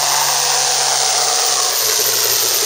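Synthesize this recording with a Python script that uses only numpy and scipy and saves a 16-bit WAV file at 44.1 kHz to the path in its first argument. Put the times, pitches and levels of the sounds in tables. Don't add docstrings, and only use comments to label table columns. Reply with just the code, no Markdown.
import sys
import numpy as np
from scipy.fft import rfft, irfft, next_fast_len
from scipy.io import wavfile
from scipy.ndimage import uniform_filter1d, map_coordinates

SR = 44100
rng = np.random.default_rng(int(sys.argv[2]) if len(sys.argv) > 2 else 0)


def transcribe(signal):
    frames = np.atleast_2d(signal).T
    limited = np.clip(frames, -1, 1)
    pcm = np.round(limited * 32767).astype(np.int16)
    wavfile.write(sys.argv[1], SR, pcm)


N = 116865

# time in seconds, level in dB before its wavering.
RUMBLE_LEVEL = [(.3, -47), (.7, -67), (1.6, -60), (2.05, -43.5)]
# frequency in Hz, relative level in dB per Hz.
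RUMBLE_COLOUR = [(20, -14), (60, 0.5), (120, 10), (190, -5), (270, -5), (380, 20), (600, -36)]

# time in seconds, pitch in Hz before its wavering.
TURBO_PITCH = [(0, 14400), (.08, 14550), (.24, 14540), (.5, 15170), (.85, 15560), (1.08, 15660),
               (1.3, 15460), (1.47, 15430), (1.54, 15170), (1.72, 15150), (1.8, 13750), (1.875, 13080),
               (2.15, 13600), (2.32, 13640), (2.65, 14130)]
# time in seconds, level in dB before the core and skirt trims.
WHISTLE_LEVEL = [(0, -35), (.13, -26), (.4, -34), (1.05, -35), (1.38, -31), (1.7, -33), (1.78, -19.5),
                 (1.9, -30), (2.1, -24.5), (2.32, -25), (2.65, -26.5)]
CORE_HZ, SKIRT_HZ = 10, 190
CORE_DB, SKIRT_DB, WHISTLE_FLUTTER_DB = -2, -2, 3

# time in seconds, firings per second.
FIRING_RATE = [(0, 140.5), (.6, 137), (1.45, 133), (1.7, 128), (1.84, 117), (1.92, 118), (2.06, 125),
               (2.28, 116.5), (2.5, 119), (2.65, 117)]
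# time in seconds, level in dB before the harmonic levels.
TONE_LEVEL = [(0.54, -41), (1.35, -44.5), (1.39, -60), (1.53, -44), (1.69, -49), (1.77, -55), (1.86, -39),
              (1.96, -53), (2.09, -38), (2.24, -47), (2.29, -40), (2.61, -47)]
# multiple of the firing rate, relative level in dB.
HARMONICS = [(1, -2.5), (2, -13.5), (3, -13.5)]

COUGH_S, COUGH_DB, COUGH_HALF_LENGTH_S = 1.898, -13, 0.0048
# frequency in Hz, relative level in dB per Hz.
COUGH_COLOUR = [(200, -43), (450, -6), (900, -13), (1600, 7), (2600, -8), (4500, 6), (15000, -23)]

BURST_DB, UNEVEN_DB = 1.85, 0.5
BURST_SCATTER_DB, CRACKLE_DB = 0.6, 0.89
ROAR_SHARE = 0.62

# time in seconds, level in dB before bounce, valley and flutter.
JET_LEVEL = [(0, -17), (.55, -16), (1.66, -16), (1.74, -18.5), (1.8, -16.5), (2.6, -16)]
# frequency in Hz, relative level in dB per Hz.
HISS_COLOUR = [(900, -33), (2200, -16.5), (2700, -11), (3200, -9.5), (4000, -6), (4700, -3), (5500, -1.5),
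               (6150, 0.5), (7100, -4.5), (8700, -6.5), (9400, -11), (9800, -18.5), (10500, -16.5),
               (11500, -25.5), (12600, -40), (14000, -25), (15700, -34)]
# time in seconds, gain in dB at its centre (above 0 lifts).
VALLEY_GAIN = [(.86, 2), (1.02, -5.5), (1.13, 3.5), (1.22, -6), (1.35, -0.5), (2.1, 0.5)]
VALLEY_HZ, VALLEY_WIDTH_HZ = 2660, 310
# frequency in Hz, relative level in dB per Hz.
FIZZ_COLOUR = [(8000, -32), (10200, 7), (11200, 3), (12500, -11), (15700, -11)]
FIZZ_DB, FIZZ_FADE_S = -36, 0.24
SPLIT_HZ, HISS_FLUTTER_DB = 4500, 0.67

# time in seconds, then levels in dB, before trims,
# of the low resonance, the upper resonance and the broad midrange.
ROAR_LEVELS = [(.04, -42, -23, -25), (.12, -38, -28.5, -25), (.55, -28, -26, -26), (.9, -32.5, -23.5, -26),
               (1.22, -29.5, -25.5, -26), (1.7, -30, -26.5, -27.5), (1.77, -38, -42, -29.5),
               (1.9, -26, -41, -27), (1.98, -30.5, -35, -27.5), (2.65, -31, -35, -28.5)]
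# time in seconds, low centre in Hz, upper centre in Hz.
ROAR_CENTRES = [(0, 520, 709), (.6, 496.5, 752), (1.1, 456.7, 745), (1.7, 446.5, 726.6), (2.65, 423.4, 660)]
# time in seconds, centre in Hz, level in dB.
THIRD_RESONANCE = [(0, 859, -36), (.19, 900, -23), (.28, 960, -33), (.6, 970, -34), (.9, 950, -54),
                   (1.52, 1122, -50), (1.6, 1100, -24), (1.74, 1043, -52)]
LOW_WIDTH_HZ, UPPER_WIDTH_HZ = 25, 15.4
LOW_TRIM_DB, UPPER_TRIM_DB, MID_TRIM_DB = -3.5, -2.5, 1.74
SURGE_TIMES = [1.901, 2.005, 2.09, 2.161, 2.259, 2.329, 2.45, 2.63]
SURGE_HALF_LENGTH_S, SURGE_DB = 0.018, -26
# frequency in Hz, relative level in dB per Hz.
MID_BOOSTED = [(250, -38), (400, -6), (620, -2), (780, 1.5), (1000, -0.5), (1180, 1), (1330, -4.5),
               (1550, -3), (1800, -6), (2070, -5.5), (2300, -12), (3200, -24)]
# frequency in Hz, relative level in dB per Hz.
MID_BOGGED = [(250, -41), (380, 3.5), (650, 4), (850, 1.5), (1050, 4.5), (1280, 2), (1600, 2), (1800, 0),
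              (1930, 4.5), (2120, -3.5), (3200, -13)]
BOG_S, BOG_FADE_S = 1.664, 0.38
FIRMNESS = 0.75

# time in seconds, lag in seconds.
BOUNCE_LAG = [(0, .00105), (.7, 0.0012), (1.45, 0.001587), (2.65, .0024)]
ROAR_BOUNCE_GAIN, ROAR_BOUNCE_TOP_HZ = 0.37, 2500
HISS_BOUNCE_GAIN, HISS_BOUNCE_TOP_HZ = 0.22, 3300

NOTCH_HZ, NOTCH_HALF_WIDTH_HZ = 7870, 403
OVERLOAD_DB, TOP_HZ = -1.2, 15750


def amp(db):
    return 10 ** (np.asarray(db) / 20)


def unit(x):
    return x / np.sqrt(np.mean(x ** 2) + 1e-20)


def curves(rows):
    seconds, *columns = np.transpose(rows)
    return [np.interp(np.arange(N) / SR, seconds, column) for column in columns]


def ramp(middle_s, length_s):
    return np.clip((np.arange(N) / SR - middle_s) / length_s + 0.5, 0, 1)


def bump(middle_s, half_length_s):
    return np.exp(-((np.arange(N) / SR - middle_s) / half_length_s) ** 2)


def wobble(rate):
    knots = rng.standard_normal(N // 4)
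    return unit(map_coordinates(knots, [np.arange(N) * rate / SR], mode="wrap"))


def filtered(x, response):
    padded = next_fast_len(N + 8192)
    hz = np.fft.rfftfreq(padded, 1 / SR)
    return irfft(rfft(x, padded) * response(hz), padded)[:N]


def noise(colour):
    point_hz, point_db = np.transpose(colour)

    def response(hz):
        return amp(np.interp(np.log(hz + 1), np.log(point_hz), point_db))

    return unit(filtered(rng.standard_normal(N), response))


def slow_noise(width_hz):
    return unit(filtered(rng.standard_normal(N), lambda hz: 1 / (1 + 0.5 * (hz / width_hz) ** 2)))


def resonance(centre_hz, width_hz, firm=0):
    a, b = slow_noise(width_hz), slow_noise(width_hz)
    phase = 2 * np.pi * np.cumsum(centre_hz) / SR
    ringing = a * np.cos(phase) + b * np.sin(phase)
    power = a * a + b * b + 1 / 20
    return unit(ringing / power ** (firm / 2))


def ground_bounce(x, gain, top_hz):
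    lag_s, = curves(BOUNCE_LAG)
    dull = filtered(x, lambda hz: 1 / (1 + (hz / top_hz) ** 4))
    return x + gain * map_coordinates(dull, [np.arange(N) - lag_s * SR], mode="wrap")


def rumble():
    level_db, = curves(RUMBLE_LEVEL)
    return amp(level_db + 2.3 * wobble(24.0)) * noise(RUMBLE_COLOUR)


def turbo():
    pitch_hz, = curves(TURBO_PITCH)
    level_db, = curves(WHISTLE_LEVEL)
    pitch_hz = pitch_hz + 18 * wobble(33)
    core = amp(CORE_DB) * resonance(pitch_hz, CORE_HZ, FIRMNESS)
    skirt = amp(SKIRT_DB) * resonance(pitch_hz, SKIRT_HZ)
    flutter = unit(amp(WHISTLE_FLUTTER_DB * wobble(35.5)))
    return amp(level_db) * (core + skirt) * flutter


def firing_tone(firings):
    level_db, = curves(TONE_LEVEL)
    tone = 0
    for multiple, db in HARMONICS:
        tone = tone + amp(db + 0.92 * wobble(21.4)) * np.sin(2 * np.pi * multiple * firings)
    return amp(level_db) * np.sqrt(2) * tone


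def cough():
    return amp(COUGH_DB) * bump(COUGH_S, COUGH_HALF_LENGTH_S) * noise(COUGH_COLOUR)


def bursts(firings):
    swell = BURST_DB * np.cos(2 * np.pi * firings) + UNEVEN_DB * np.cos(np.pi * firings)
    sizes = np.diff(rng.standard_normal(SR // 20))
    scatter = unit(map_coordinates(sizes, [firings], order=1))
    crackle = wobble(1300)
    crackle = crackle - uniform_filter1d(crackle, size=600)
    return swell + BURST_SCATTER_DB * scatter + CRACKLE_DB * crackle


def exhaust_hiss(flow_db):
    level_db, = curves(JET_LEVEL)
    valley_db, = curves(VALLEY_GAIN)
    hiss = ground_bounce(noise(HISS_COLOUR), HISS_BOUNCE_GAIN, HISS_BOUNCE_TOP_HZ)
    valley = filtered(hiss, lambda hz: np.exp(-((hz - VALLEY_HZ) / VALLEY_WIDTH_HZ) ** 2))
    hiss = hiss + (amp(valley_db) - 1) * valley

    lower = filtered(hiss, lambda hz: 1 / (1 + (hz / SPLIT_HZ) ** 10))
    higher = hiss - lower
    jet = lower * amp(HISS_FLUTTER_DB * wobble(300)) + higher * amp(HISS_FLUTTER_DB * wobble(300))
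    fizz = amp(FIZZ_DB) * ramp(BOG_S, FIZZ_FADE_S) * noise(FIZZ_COLOUR)
    return (amp(level_db) * jet + fizz) * unit(amp(flow_db))


def exhaust_roar(flow_db):
    low_db, upper_db, mid_db = curves(ROAR_LEVELS)
    low_hz, upper_hz = curves(ROAR_CENTRES)
    third_hz, third_db = curves(THIRD_RESONANCE)

    surge = sum(amp(SURGE_DB) * bump(at_s, SURGE_HALF_LENGTH_S) for at_s in SURGE_TIMES)
    low_level = np.hypot(amp(low_db + LOW_TRIM_DB), surge)
    low = low_level * resonance(low_hz, LOW_WIDTH_HZ, FIRMNESS / 2)
    upper = amp(upper_db + UPPER_TRIM_DB) * resonance(upper_hz, UPPER_WIDTH_HZ, FIRMNESS)
    third = amp(third_db) * resonance(third_hz, LOW_WIDTH_HZ)

    bogged = ramp(BOG_S, BOG_FADE_S)
    mid = np.sqrt(1 - bogged) * noise(MID_BOOSTED) + np.sqrt(bogged) * noise(MID_BOGGED)
    mid = ground_bounce(mid, ROAR_BOUNCE_GAIN, ROAR_BOUNCE_TOP_HZ)
    mid = amp(mid_db + MID_TRIM_DB + 1.36 * wobble(60)) * mid
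    return (low + upper + third + mid) * unit(amp(ROAR_SHARE * flow_db))


def scene():
    firings = np.cumsum(curves(FIRING_RATE)[0]) / SR
    flow_db = bursts(firings)
    background = rumble() + turbo()
    exhaust = firing_tone(firings) + cough() + exhaust_hiss(flow_db) + exhaust_roar(flow_db)
    return (background + exhaust)[None]


def record(dry):
    x = filtered(dry[0], lambda hz: 1 - 1 / (1 + 1j * (hz - NOTCH_HZ) / NOTCH_HALF_WIDTH_HZ))
    x = x / (1 + np.abs(x / amp(OVERLOAD_DB)) ** 10) ** (1 / 10)
    return filtered(x, lambda hz: hz < TOP_HZ)[None]


dry = scene()
out = record(dry)
transcribe(out)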